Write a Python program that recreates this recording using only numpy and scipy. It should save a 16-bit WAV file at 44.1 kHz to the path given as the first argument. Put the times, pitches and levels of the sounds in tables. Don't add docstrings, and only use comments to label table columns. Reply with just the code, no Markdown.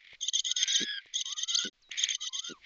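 import sys
import numpy as np
from scipy import signal
from scipy.fft import rfft, irfft
from scipy.io import wavfile
from scipy.ndimage import map_coordinates

SR = 44100
rng = np.random.default_rng(int(sys.argv[2]) if len(sys.argv) > 2 else 0)


def master_out(mix):
    frames = np.transpose(np.atleast_2d(mix))
    ceiling = np.clip(frames, -1, 1)
    pcm = np.round(ceiling * 32767).astype(np.int16)
    wavfile.write(sys.argv[1], SR, pcm)


N = 116865
EDGE_S = .004


def begging():
    # opening and closing chirp times in seconds, levels in dB of the opening chirp,
    # whistle, closing chirp and rasp, and the factor that stretches the chirps in time.
    calls = np.array([ (.213, 0.286, -36, -33, -23.5, -44, 1.15),
                      (0.337, .395, -26, -28.5, -20.5, -36, 0.79),
                      (0.45, 0.515, -31, -32, -21.5, -36.5, 0.67),
                      (0.567, 0.631, -27.5, -42, -21.5, -31.5, 0.96),
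                      (0.677, 0.76, -32, -60, -24, -30.5, 2.36), (1.142, 1.213, -33, -31, -27.5, -39, 0.76),
                      (1.258, 1.325, -41, -43.5, -30.5, -40, 1.08),
                      (1.37, 1.435, -55, -38, -30, -39.5, 1.38),
                      (1.482, 1.55, -44, -34.5, -22.5, -35, 0.98), (1.589, 1.638, -26, -37, -57, -38, 1.8),
                      (1.977, 2.039, -42.5, -32.5, -25, -36.5, 1.7), (2.09, 2.15, -28, -33, -25, -40, 0.57),
                      (2.212, 2.273, -55, -38, -31.5, -40, 1.8),
                      (2.333, 2.393, -36, -36.5, -29.5, -40, 1.04),
                      (2.446, 2.485, -39.5, -48, -51, -44, 1.8)])
    loudest_hz, rise_hz, bend_s = 3143, 390, .0083
    peak_delay_s, attack_s, release_s = .018, .0055, .013
    t, whistles, effort = clock(), np.zeros(N), np.zeros(N)
    shake = 1 + .006 * walk(450) + .015 * walk(25)
    for start, end, _, whistle_db, _, rasp_db, _ in calls:
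        near = (t > start - .02) & (t < end + .02)
        from_peak = t[near] - start - peak_delay_s
        hz = loudest_hz + rise_hz * (1 - np.exp(-(from_peak / bend_s) ** 2))
        swell = np.exp(1 - np.hypot(1, np.minimum(from_peak / attack_s, -from_peak / release_s)))
        whistles[near] += undb(whistle_db) * swell * gate(start, end)[near] * syrinx(hz * shake[near])
        closing_push = 1 + .5 * np.exp(-np.abs(t - end) / .012)
        effort += undb(rasp_db) * gate(start, end + .009) * closing_push
    opening = chirps(calls[:, [0, 2, 6]], low_hz=3180, sweep_hz_per_s=190000,
                     attack_s=.0026, release_s=.005, snap=.6)
    closing = chirps(calls[:, [1, 4, 6]], low_hz=3080, sweep_hz_per_s=230000,
                     attack_s=.0035, release_s=.008, snap=.4)
    return whistles * undb(1.6 * walk(250)) + opening + closing + effort * rasp()


def chirps(rows, low_hz, sweep_hz_per_s, attack_s, release_s, snap):
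    turn_s, top_hz = .004, 4900
    t, out = clock(), np.zeros(N)
    shake = 1 + .02 * walk(900)
    for at, db, stretch in rows:
        near = np.abs(t - at) < .03
        from_peak = (t[near] - at) / stretch
        hz = low_hz + sweep_hz_per_s * (np.hypot(from_peak - turn_s / 2, turn_s) - turn_s)
        swell = np.exp(np.minimum(from_peak / attack_s, -from_peak / release_s))
        accent = (1 + snap * np.exp(-(from_peak / .002) ** 2)) / (1 + snap)
        top_fade = 1 / (1 + (hz / top_hz) ** 24)
        out[near] += undb(db) * swell * accent * top_fade * syrinx(hz * shake[near])
    return out * undb(2.2 * walk(500))


def syrinx(hz):
    bill_hz, width_hz, octave_db = 6353, 430, 1.5
    phase = phase_of(hz)
    lift = 1 / (1 + ((2 * hz - bill_hz) / width_hz) ** 2) ** 2
    return np.sqrt(2) * (np.sin(phase) + undb(octave_db) * lift * np.cos(2 * phase))


def rasp():
    # frequency in Hz, relative level in dB.
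    partials = [(2010, -10), (3180, 1), (3650, 5), (4900, -6.5), (6350, 1.5)]
    breath_spectrum = [(900, -27.5), (1600, -21), (2000, -8.5), (2450, -10), (3250, 1), (3850, -2.5),
                       (4350, 4), (5600, 2.5), (6350, -0.5), (7100, -20.5), (7800, -51)]
    tones = np.zeros(N)
    for hz, db in partials:
        level = undb(db + 3 * walk(130))
        shake = 1 + .028 * walk(55) + .019 * walk(700)
        tones += level * np.sin(phase_of(hz * shake))
    breath = colour(noise() * undb(2.5 * walk(400)), breath_spectrum)
    return tones / tones.std() + undb(-11) * breath


def squeals():
    # time in seconds, pitch in Hz, glide in Hz per second, level in dB.
    cracks = [(0.75, 3790, -15000, -25), (1.558, 4260, 110001, -24.5), (1.577, 4690, -90000, -24),
              (1.917, 3100, 150000, -38.5)]
    t, out = clock(), np.zeros(N)
    shake = 1 + .025 * walk(800)
    for at, hz, glide, db in cracks:
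        swell = np.exp(-((t - at) / .0045) ** 2)
        out += undb(db) * swell * syrinx((hz + glide * (t - at)) * shake)
    return out


def wheeze_and_croak():
    # wheeze start, croak start and their end in seconds, wheeze and croak levels in dB.
    bout_ends = [(0.777, 0.811, 0.84, -32.5, -37.5), (1.576, 1.649, 1.6825, -38, -41),
                 (2.424, 2.5, 2.527, -49, -43.5)]
    # frequency in Hz, relative level in dB.
    croak_spectrum = [(60, -29), (130, -27), (205, 0), (360, -4), (520, -13.5), (800, -52)]
    pulse_hz = 110.87
    cycles = phase_of(pulse_hz * (1 + .25 * walk(90))) / (2 * np.pi)
    pulses = np.diff(np.floor(cycles), prepend=0)
    croak = colour(pulses + .024 * noise(), croak_spectrum)
    puffs = .55 + 1.4 * np.exp(-(cycles % 1) / .15)
    wheeze, out = rasp(), np.zeros(N)
    for start, croak_start, end, wheeze_db, croak_db in bout_ends:
        pulsing = gate(croak_start, end)
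        out += undb(croak_db) * pulsing * croak
        out += undb(wheeze_db) * gate(start, end) * (1 + pulsing * (puffs - 1)) * wheeze
    return out


def whines():
    # time in seconds, pitch in Hz, level in dB.
    contours = [
        [(.49, 1421, -61.5), (.64, 1556, -52.5), (.86, 1709, -41), (.985, 1635, -42.5), (1.01, 1540, -68.5)],
        [(1.255, 1050, -57), (1.43, 1333, -65), (1.67, 1453, -42.5)],
        [(2.185, 1158, -62), (2.25, 1276, -60)],
        [(2.295, 1027, -64.5), (2.38, 1089, -51), (2.43, 1342, -60), (2.51, 1453, -46.5), (2.585, 956, -65)],
    ]
    harmonics_db = [1.5, 2.5, -6, -42]
    full_effort_db = -44
    t, out = clock(), np.zeros(N)
    shake = 1 + .024 * walk(500) + .008 * walk(50)
    for contour in contours:
        times, hz, db = np.array(contour).T
        phase = phase_of(np.interp(t, times, hz) * shake)
        level_db = np.interp(t, times, db)
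        effort = undb(level_db - full_effort_db)
        tone = sum(gain * np.sin(k * phase) * (effort if k > 1 else 1)
                   for k, gain in enumerate(undb(harmonics_db), 1))
        out += tone * undb(level_db) * gate(times[0], times[-1])
    return out * undb(2.2 * walk(400) + 2.8 * walk(35))


def hiss():
    # time in seconds, level in dB.
    contour = [(0, -62), (0.153, -49), (0.178, -100.5), (.52, -89.5), (0.62, -40.5), (0.798, -46),
               (1.131, -62), (1.895, -92), (1.913, -43), (2.125, -38), (2.164, -73.5), (2.59, -85),
               (2.645, -49.5)]
    # frequency in Hz, relative level in dB.
    throat_spectrum = [(900, -35), (1600, -16), (2000, 2), (2300, 1.5), (2600, -9), (3300, -5.5),
                       (4800, -18), (7500, -35)]
    times, db = np.array(contour).T
    breath = noise() * undb(2.9 * walk(250))
    return undb(np.interp(clock(), times, db)) * colour(breath, throat_spectrum)


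def woodland():
    # time in seconds, level in dB.
    twigs = [(0.132, -53), (1.059, -53), (1.894, -53.5)]
    # start and length in seconds, first and final pitch in Hz, level in dB.
    song = [(1.821, 0.079, 6500, 3850, -62)]
    # frequency in Hz, relative level in dB.
    twig_spectrum = [(400, 2), (7000, -16)]
    air_spectrum = [(25, 6), (120, -14.5), (800, -17.5), (4000, -11), (7500, -24)]
    air = undb(-74 + 3.4 * walk(9.3)) * colour(noise(), air_spectrum)
    t, songbird = clock(), np.zeros(N)
    for at, length, high_hz, low_hz, db in song:
        hz = low_hz + (high_hz - low_hz) * np.exp(-np.maximum(t - at, 0) / .007)
        songbird += undb(db) * gate(at, at + length, .0012, .0034) * np.sin(phase_of(hz))
    ticks = sum(undb(db) * gate(at, at, .0016, .003) for at, db in twigs)
    return ticks * colour(noise(), twig_spectrum) + songbird + air


def undb(db):
    return 10 ** (np.asarray(db) / 20)


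def clock():
    return np.arange(N) / SR


def colour(x, points):
    hz, db = np.array(points).T
    bins_hz = np.maximum(np.arange(N // 2 + 1) * SR / N, 1)
    gain = undb(np.interp(np.log(bins_hz), np.log(hz), db))
    shaped = irfft(rfft(x) * gain, N)
    return shaped / shaped.std()


def noise():
    return rng.standard_normal(N)


def walk(rate):
    curve = map_coordinates(noise(), [clock() * rate + 2], order=3, mode="mirror")
    return curve / curve.std()


def gate(start, end, attack_s=EDGE_S, release_s=EDGE_S):
    t = clock()
    log_gain = np.minimum(t - start, 0) / attack_s - np.maximum(t - end, 0) / release_s
    return np.exp(np.maximum(log_gain, -20))


def phase_of(hz):
    return 2 * np.pi * np.cumsum(hz) / SR


def scene():
    storks = begging() + squeals() + wheeze_and_croak() + whines() + hiss()
    trees = noise() * np.exp(-clock() / .025)
    echo = signal.fftconvolve(storks, trees / np.linalg.norm(trees))[:N]
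    return (storks + undb(-27) * echo + woodland())[None]


def record(dry):
    dropouts = [(.6738, .003), (1.6338, .004), (1.699, .03), (1.9535, .003)]
    top_hz = 7500
    cuts = sum(gate(at, at + length, .0001, .0001) for at, length in dropouts)
    lowpass = signal.butter(12, top_hz, fs=SR, output="sos")
    return signal.sosfiltfilt(lowpass, dry * (1 - np.minimum(cuts, 1)))


dry = scene()
out = record(dry)
master_out(out)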